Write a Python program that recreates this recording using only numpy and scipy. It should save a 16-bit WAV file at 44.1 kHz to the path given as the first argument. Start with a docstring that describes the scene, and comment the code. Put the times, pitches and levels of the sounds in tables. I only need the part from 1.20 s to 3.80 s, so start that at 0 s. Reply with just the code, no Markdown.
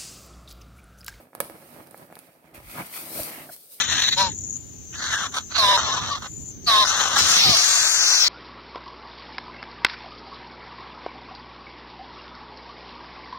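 """A tall cardboard box is turned by hand on a wooden table, close to the microphone in a small room.
First the base drags and a hand brushes the card; then the box tips down with one sharp tap, and edges tick.
Midway the base thuds down and judders, the card creaks, and palms and fingers slide over it with a bright hiss.
A second tap and thud follow, then a last tick and fading strokes. Still air lies under it all.
Contacts are random impulses sent through the box; hisses are dense grains, thuds and creaks are sines."""
import sys
import numpy as np
from scipy import signal
from scipy.fft import rfft, irfft
from scipy.io import wavfile

SR = 44100
rng = np.random.default_rng(int(sys.argv[2]) if len(sys.argv) > 2 else 0)


def store_pcm(level_fs):
    """Save levels as 16-bit WAV."""
    pcm = np.round(np.clip(level_fs, -1, 1) * 32767).astype(np.int16)
    wavfile.write(sys.argv[1], SR, np.atleast_2d(pcm).T)


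N = 114660
T = np.arange(N) / SR  # time [s]


def amp(db):
    """Decibels to gain."""
    return 10 ** (np.asarray(db) / 20)


def unit(x):
    """Scale to rms 1."""
    return x / np.sqrt(np.mean(x ** 2) + 1e-20)


def conv(x, response):
    """Pass a sound through a response, one row per channel."""
    return signal.fftconvolve(np.atleast_2d(x), np.atleast_2d(response), axes=1)[:, :N]


def colour(points, size=4096):
    """Causal (minimum-phase) response with the given spectrum, by folding the cepstrum."""
    hz, db = np.array(points, float).T
    bins = np.maximum(np.fft.rfftfreq(size, 1 / SR), 1)
    log_gain = np.log(amp(np.interp(np.log(bins), np.log(hz), db)))
    cepstrum = irfft(log_gain)
    cepstrum[1:size // 2] *= 2
    cepstrum[size // 2 + 1:] = 0
    return irfft(np.exp(rfft(cepstrum)))


def pan(db):
    """Left and right gains of constant power; db is left minus right."""
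    return unit(amp(np.array([[db], [-db]]) / 2))


# how unlike the two channels are for sounds near the microphone: (frequency [Hz], side level [dB])
STEREO_WIDTH = [(100, -12), (350, -13.5), (700, -7), (1300, 1), (3000, 0.5), (16000, -1)]


def spread(middle, side):
    """Two unrelated sounds as one wide source, narrow in the bass."""
    return unit(middle + conv(side, colour(STEREO_WIDTH)) * np.array([[1], [-1]]))


def wide_noise(points):
    """Coloured stereo noise of rms 1."""
    return spread(*conv(rng.standard_normal((2, N)), colour(points)))


def grains(rate, scatter_db):
    """Random tiny impulses of either sign, rate per second, a few larger than the rest."""
    size = amp(scatter_db * np.minimum(rng.exponential(size=N), 4))
    present = rng.random(N) < rate / SR
    return present * size * rng.choice([-1, 1], N)


def walk(rate):
    """Random wander, with a spread near 1, along straight lines between rate new values per second."""
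    return np.interp(T * rate, np.arange(N), rng.standard_normal(N))


def swell(at, rise, fall, shape=1.76):
    """Envelope that grows to a peak and dies away."""
    return np.exp(-(np.abs(T - at) / np.where(T < at, rise, fall)) ** shape)


# panel resonances of the box: (frequency [Hz], time to fall 60 dB [s], relative level [dB])
PANEL_MODES = [(160, 0.061, -3), (241.4, 0.083, -3.5), (318.7, 0.085, -3), (482, 0.073, -10.5),
               (568, 0.034, -2), (735, 0.022, -1), (940, 0.018, -14), (1273, 0.036, -1), (1686, 0.036, 0),
               (2215, 0.056, -2.5)]
PANEL_RING_DB = -35.5


def box(points, size=8192):
    """Response of the box to one contact: the push itself plus ringing panels."""
    t = T[:size]
    modes = sum(amp(db - 60 * t / t60) * np.cos(2 * np.pi * hz * t) for hz, t60, db in PANEL_MODES)
    response = amp(PANEL_RING_DB) * modes / 2
    response[0] += 1  # the push
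    return conv(response, colour(points))[0, :size]


# spectrum of the still air in the room: (frequency [Hz], level [dB])
AIR_SPECTRUM = [(20, -16), (130, -5), (550, 10.5), (1100, -30), (4000, -32), (10000, -25), (16000, -16)]
AIR_DB = -67


def still_air():
    """Steady faint noise of the air around the microphone."""
    return amp(AIR_DB) * wide_noise(AIR_SPECTRUM)


# drag of the base over the table, before its random wander: (time [s], level [dB])
DRAG_LEVEL = [(0, -50), (.07, -58), (.115, -69), (.17, -49.5), (.43, -48.5), (.52, -50.5), (.6, -44),
              (.69, -55.5), (.81, -48), (.87, -56.5), (.96, -54.5), (1.13, -62), (1.31, -58), (1.38, -49.5),
              (1.46, -58), (1.6, -42), (1.7, -56), (1.88, -46.5), (1.99, -37.5), (2.08, -44.5),
              (2.22, -49.5), (2.3, -49), (2.38, -70.5)]
# spectrum of one catch of the base: (frequency [Hz], level [dB])
DRAG_SPECTRUM = [(30, -41), (65, -5.5), (170, -1), (300, 0), (420, -3), (620, 0), (950, -6), (2000, -15),
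                 (7000, -36), (16000, -42)]
CATCHES_PER_S, CATCH_SCATTER_DB, DRAG_PAN_DB = 900, 2, -2
DRAG_WANDER_DB, DRAG_WANDER_PER_S = 2.85, 44.84


def drag():
    """The base catches and lets go hundreds of times a second, shaking the panels."""
    middle, side = (conv(grains(CATCHES_PER_S, CATCH_SCATTER_DB), box(DRAG_SPECTRUM)) for _ in range(2))
    level_db = np.interp(T, *np.array(DRAG_LEVEL).T) + DRAG_WANDER_DB * walk(DRAG_WANDER_PER_S)
    return spread(middle, side) * pan(DRAG_PAN_DB) * amp(level_db)


HAND_ECHO_S, HAND_ECHO_GAIN, HAND_WANDER = .0009, .5, .15  # typical lag, gain, wander of log lag


def hand_echo(x):
    """Sound bounces between card and moving hand, so its colour keeps shifting."""
    lags = HAND_ECHO_S * np.exp(HAND_WANDER * np.array([walk(10), walk(10)]))
    echo = np.array([np.interp(T - lag, T, side) for lag, side in zip(lags, x)])
    return unit(x + HAND_ECHO_GAIN * echo)


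# hand strokes on the card, before flutter; the rasp is panned half as far as the hiss:
# (peak time [s], rise [s], fall [s], hiss level [dB], rasp level [dB], hiss left minus right [dB])
HAND_STROKES = [(.0, .02, 0.055, -56, -62.5, 0), (.56, 0.32, 0.14, -52, -58.5, -7),
                (.79, 0.08, 0.1, -53, -63.5, -5.5), (1.0, 0.11, 0.19, -57, -60, -7),
                (1.27, 0.028, 0.04, -69, -60, -16), (1.347, 0.006, 0.055, -47.5, -49, -3),
                (1.572, 0.11, 0.13, -41, -44.5, -0.5), (1.665, 0.0082, 0.016, -40.5, -53, 3),
                (1.764, 0.051, 0.093, -34, -41.5, 3), (2.008, 0.12, 0.093, -31, -45.5, 3.5),
                (2.171, 0.21, 0.07, -43.5, -43, -1.5), (2.334, 0.024, 0.022, -39, -55, 1),
                (2.38, 0.67, 0.18, -48, -70, 1.5), (2.535, 0.037, 0.056, -44, -65.5, -1),
                (2.595, .012, .02, -51, -55, -4)]
# spectrum of the fine hiss of the fibres: (frequency [Hz], level [dB])
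HISS_SPECTRUM = [(200, -28), (2000, -22), (4400, -4), (6000, -8), (7400, -9), (8700, 1), (10300, -2),
                 (13000, 2.5), (16000, -3)]
# spectrum of the lower rasp: (frequency [Hz], level [dB])
RASP_SPECTRUM = [(80, -26), (300, -3.5), (600, 5), (1000, -0.5), (2500, 4), (3300, -5), (4500, -10.5),
                 (16000, -19)]
FIBRES_PER_S, FIBRE_SCATTER_DB, FLUTTER_DB = 30000, 0.5, 0.9
RASP_GRAINS_PER_S, RASP_SCATTER_DB = 2000, 3


def rubbed_card(rate, scatter_db, points):
    """Fibres plucked at random over a wide patch of card, heard past the moving hand."""
    middle, side = (conv(grains(rate, scatter_db), colour(points)) for _ in range(2))
    return hand_echo(spread(middle, side))


def strokes():
    """Skin plucks the fibres of the card: a fine hiss, and a lower, grainier rasp when it presses."""
    hiss = rubbed_card(FIBRES_PER_S, FIBRE_SCATTER_DB, HISS_SPECTRUM)
    rasp = rubbed_card(RASP_GRAINS_PER_S, RASP_SCATTER_DB, RASP_SPECTRUM)
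    hiss_power = rasp_power = 0
    for at, rise, fall, hiss_db, rasp_db, pan_db in HAND_STROKES:
        speed = swell(at, rise, fall)
        hiss_power = hiss_power + (speed * amp(hiss_db) * pan(pan_db)) ** 2
        rasp_power = rasp_power + (speed * amp(rasp_db) * pan(pan_db / 2)) ** 2
    rubbing = hiss * np.sqrt(hiss_power) + rasp * np.sqrt(rasp_power)
    return rubbing * amp(FLUTTER_DB * walk(90))


ROOM_T60_S, ROOM_ONSET_S = 0.45, 0.01


def reflections(envelope):
    """Diffuse stereo response of unit energy per channel, building up over the onset time."""
    tail = spread(*rng.standard_normal((2, N))) * envelope * (1 - np.exp(-T / ROOM_ONSET_S))
    return tail / np.sqrt(np.sum(tail ** 2) / 2)


def wall_tail():
    """Reflections from the walls of the small room, dying away evenly in decibels."""
    return reflections(amp(-60 * T / ROOM_T60_S))


def room(x, db=-15):
    """A short diffuse tail from the walls."""
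    return amp(db) * conv(x.mean(axis=0), wall_tail())


KNOCK_CYCLES, KNOCK_FOCUS_DB = 1, 3.5  # decay and strength of the struck spot


def knock(hz, body, size=4096):
    """The struck spot rings for about a cycle at its own pitch and shakes the whole box; peak 1."""
    cycles = T[:size] * hz
    spot = np.exp(-cycles / KNOCK_CYCLES)
    push = 2 * amp(KNOCK_FOCUS_DB) * spot / spot.sum() * np.cos(2 * np.pi * cycles)
    push[0] += 1
    sound = conv(push, body)
    return sound / np.abs(sound).max()


CLICK_DECAY_S, CLICK_SPLINTER = .0004, .5


def edge_crack():
    """The stiff edge gives one impulse and a splintering burst of noise; unit energy per channel."""
    decay = np.exp(-np.minimum(T / CLICK_DECAY_S, 20))
    crack = CLICK_SPLINTER * rng.standard_normal((2, N)) * decay
    crack[:, 0] = 1
    return crack / np.sqrt(np.sum(crack ** 2, axis=1, keepdims=True))


# blows on the box, direct sound before panning and reflections:
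# (time [s], hollow knock level [dB], knock pitch [Hz], edge click level [dB], left minus right [dB])
BOX_BLOWS = [(0.1319, -36.5, 920, -70, -1), (0.1511, -27, 990, -14.5, -6.5), (0.2035, -15.5, 1290, 4, -13),
             (0.2053, -17, 553, -13, -5), (0.2985, -29.5, 507, -22.5, -7), (.425, -38, 250, -62, -7),
             (.576, -36, 400, -60, -15), (.606, -39, 300, -60, -1), (0.672, -60, 900, -26, -9),
             (0.7106, -60, 900, -22.5, -19), (0.7448, -29.5, 805, -52, -3.5), (.7769, -57, 900, -25.5, -27),
             (0.9017, -39.5, 800, -60, -2), (0.9257, -31.5, 800, -31, -2), (0.9548, -58, 900, -19, -7),
             (0.9685, -32, 860, -37, 0), (0.9903, -50, 900, -18.5, -10), (2.0004, -29.5, 298, -14.5, -15),
             (2.0337, -41, 900, -8, -22.5), (2.3643, -50, 910, -20.5, -1)]
# spectrum of the hollow knock: (frequency [Hz], level [dB])
KNOCK_SPECTRUM = [(40, -35), (150, -9), (350, 0), (560, 1.5), (850, -3), (1300, -2.5), (2200, -6),
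                  (3000, -33.5), (6000, -34), (16000, -72)]
# spectrum of the edge click, relative: (frequency [Hz], level [dB])
CLICK_SPECTRUM = [(100, -13.5), (1500, -10), (4800, -8), (7000, -15), (8500, -5), (10700, 1), (12500, -4),
                  (16000, -8)]
SCATTER_DECAY_S = 0.0044  # early reflections from the table and nearby boxes
CLICK_SCATTER_DB, KNOCK_SCATTER_DB = -8.5, -9
CLICK_ROOM_DB, KNOCK_ROOM_DB = -12, -11.5


def blows():
    """Each blow gives a hollow knock and a brief crack of the stiff edge, scattered by the table and the walls."""
    body, edge = box(KNOCK_SPECTRUM), colour(CLICK_SPECTRUM)
    early, late = reflections(np.exp(-T / SCATTER_DECAY_S)), wall_tail()
    around_knock = signal.unit_impulse(N) + amp(KNOCK_SCATTER_DB) * early
    around_click = amp(CLICK_SCATTER_DB) * early + amp(CLICK_ROOM_DB) * late
    knocks, clicks = np.zeros((2, 2, N))
    for at, knock_db, hz, click_db, pan_db in BOX_BLOWS:
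        i = int(at * SR)
        click = pan(pan_db) * edge_crack() + around_click
        clicks[:, i:] += amp(click_db) * click[:, :N - i]
        surroundings = pan(pan_db) * around_knock + amp(KNOCK_ROOM_DB) * late
        hollow = conv(surroundings[:, :SR // 2], knock(hz, body))[:, :N - i]
        knocks[:, i:i + hollow.shape[1]] += amp(knock_db) * hollow
    return knocks + conv(clicks, edge / np.sqrt(np.sum(edge ** 2)))


# rumble of the table top under shifting weight: (peak time [s], rise [s], fall [s], level [dB])
TABLE_BUMPS = [(1.46, 0.091, 0.12, -53), (2.01, 0.025, .04, -60)]
# spectrum of the rumble: (frequency [Hz], level [dB])
BUMP_SPECTRUM = [(20, -20), (38, 0), (68, -1), (120, -3), (220, -18), (1600, -75)]


def bumps():
    """Shifting weight makes the table top rumble."""
    level = sum(amp(db) * swell(at, rise, fall) for at, rise, fall, db in TABLE_BUMPS)
    return wide_noise(BUMP_SPECTRUM) * level


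# fits of stick-slip judder, the rate before random gaps:
# (peak time [s], rise [s], fall [s], slips per second [1/s], level [dB], left minus right [dB])
JUDDER_FITS = [(1.6, 0.037, 0.029, 520, -34.5, 2), (1.38, 0.019, 0.028, 200, -53, -4.5)]
# spectrum of one slip: (frequency [Hz], level [dB])
JUDDER_SPECTRUM = [(35, -10), (100, 0), (160, 4), (420, -9.5), (950, 2), (1500, -5), (2400, -10),
                   (3200, -19), (5500, -30), (16000, -35)]


def judder(jitter=.5, scatter_db=1.5, smear_s=0.00035, smear=0.42):
    """Under more pressure the card sticks and slips in a quick uneven train; each slip is a tiny scrape."""
    out, body = 0, box(JUDDER_SPECTRUM)
    for at, rise, fall, rate, db, pan_db in JUDDER_FITS:
        trains = np.zeros((2, N))
        for train in trains:
            gaps, sizes = rng.standard_normal((2, 2048))
            times = np.cumsum(np.exp(jitter * gaps)) / rate
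            inside = times < T[-1]
            train[(times[inside] * SR).astype(int)] = amp(scatter_db * sizes[inside])
        scrapes = conv(trains, np.exp(-T[:1024] / smear_s)) * rng.standard_normal((2, N))
        slips = spread(*conv(smear * scrapes - trains, body))
        out = out + slips * swell(at, rise, fall, shape=2.0) * amp(db) * pan(pan_db)
    return out


# the box settles on the table with a dull thud: (time [s], frequency [Hz], level before decay [dB])
TABLE_THUDS = [(1.379, 73, -37), (2.0013, 105, -29.5)]
THUD_CYCLES = 0.66  # decay, in cycles


def thuds():
    """The table top bounces for a cycle or two."""
    out = 0
    for at, hz, db in TABLE_THUDS:
        cycles = np.maximum(T - at, 0) * hz
        out = out + amp(db) * np.sin(2 * np.pi * cycles) * np.exp(-cycles / THUD_CYCLES)
    return out


# the card catches as it slides and chafes briefly around one pitch, before waver and roughness:
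# (peak time [s], swell time [s], frequency [Hz], level [dB])
CARD_CREAKS = [(1.582, .005, 1485, -37), (1.6, 0.021, 980, -38), (1.602, .022, 151, -37.5),
               (1.603, .016, 316, -40), (1.621, .005, 2170, -38.5), (1.965, .008, 590, -37.5),
               (1.999, .009, 629.7, -32.5), (2.2965, 0.0055, 1480, -42.5), (2.298, 0.0074, 690, -41)]
CREAK_WAVER, CREAK_ROUGH, CREAK_CYCLES = .09, .45, 2  # share of pitch, share of strength, cycles per new value


def creaks():
    """Each catch drives one resonance unevenly: pitch and strength wander every few cycles."""
    out = 0
    for at, length, hz, db in CARD_CREAKS:
        pitch = hz * (1 + CREAK_WAVER * walk(hz / CREAK_CYCLES))
        strength = 1 + CREAK_ROUGH * walk(hz / CREAK_CYCLES)
        phase = 2 * np.pi * np.cumsum(pitch) / SR
        out = out + amp(db) * swell(at, length, length) * strength * np.sin(phase)
    return out


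def scene():
    """All the handling noises in the room, over still air."""
    rubbing = drag() + strokes() + bumps() + judder() + thuds() + creaks()
    return still_air() + rubbing + room(rubbing) + blows()  # blows carry their own reflections


TOP_HZ, LOW_CUT_HZ = 16100, 32


def record(dry):
    """The recorder clips at full scale and cuts the deepest bass and the top."""
    clipped = np.clip(dry, -1, 1)
    low_cut = signal.butter(4, LOW_CUT_HZ, "high", fs=SR, output="sos")
    thin = signal.sosfilt(low_cut, clipped)
    top_cut = signal.firwin(255, TOP_HZ, fs=SR, window="blackman")
    return signal.fftconvolve(thin, top_cut[None], mode="same", axes=1)


dry = scene()
out = record(dry)
store_pcm(out)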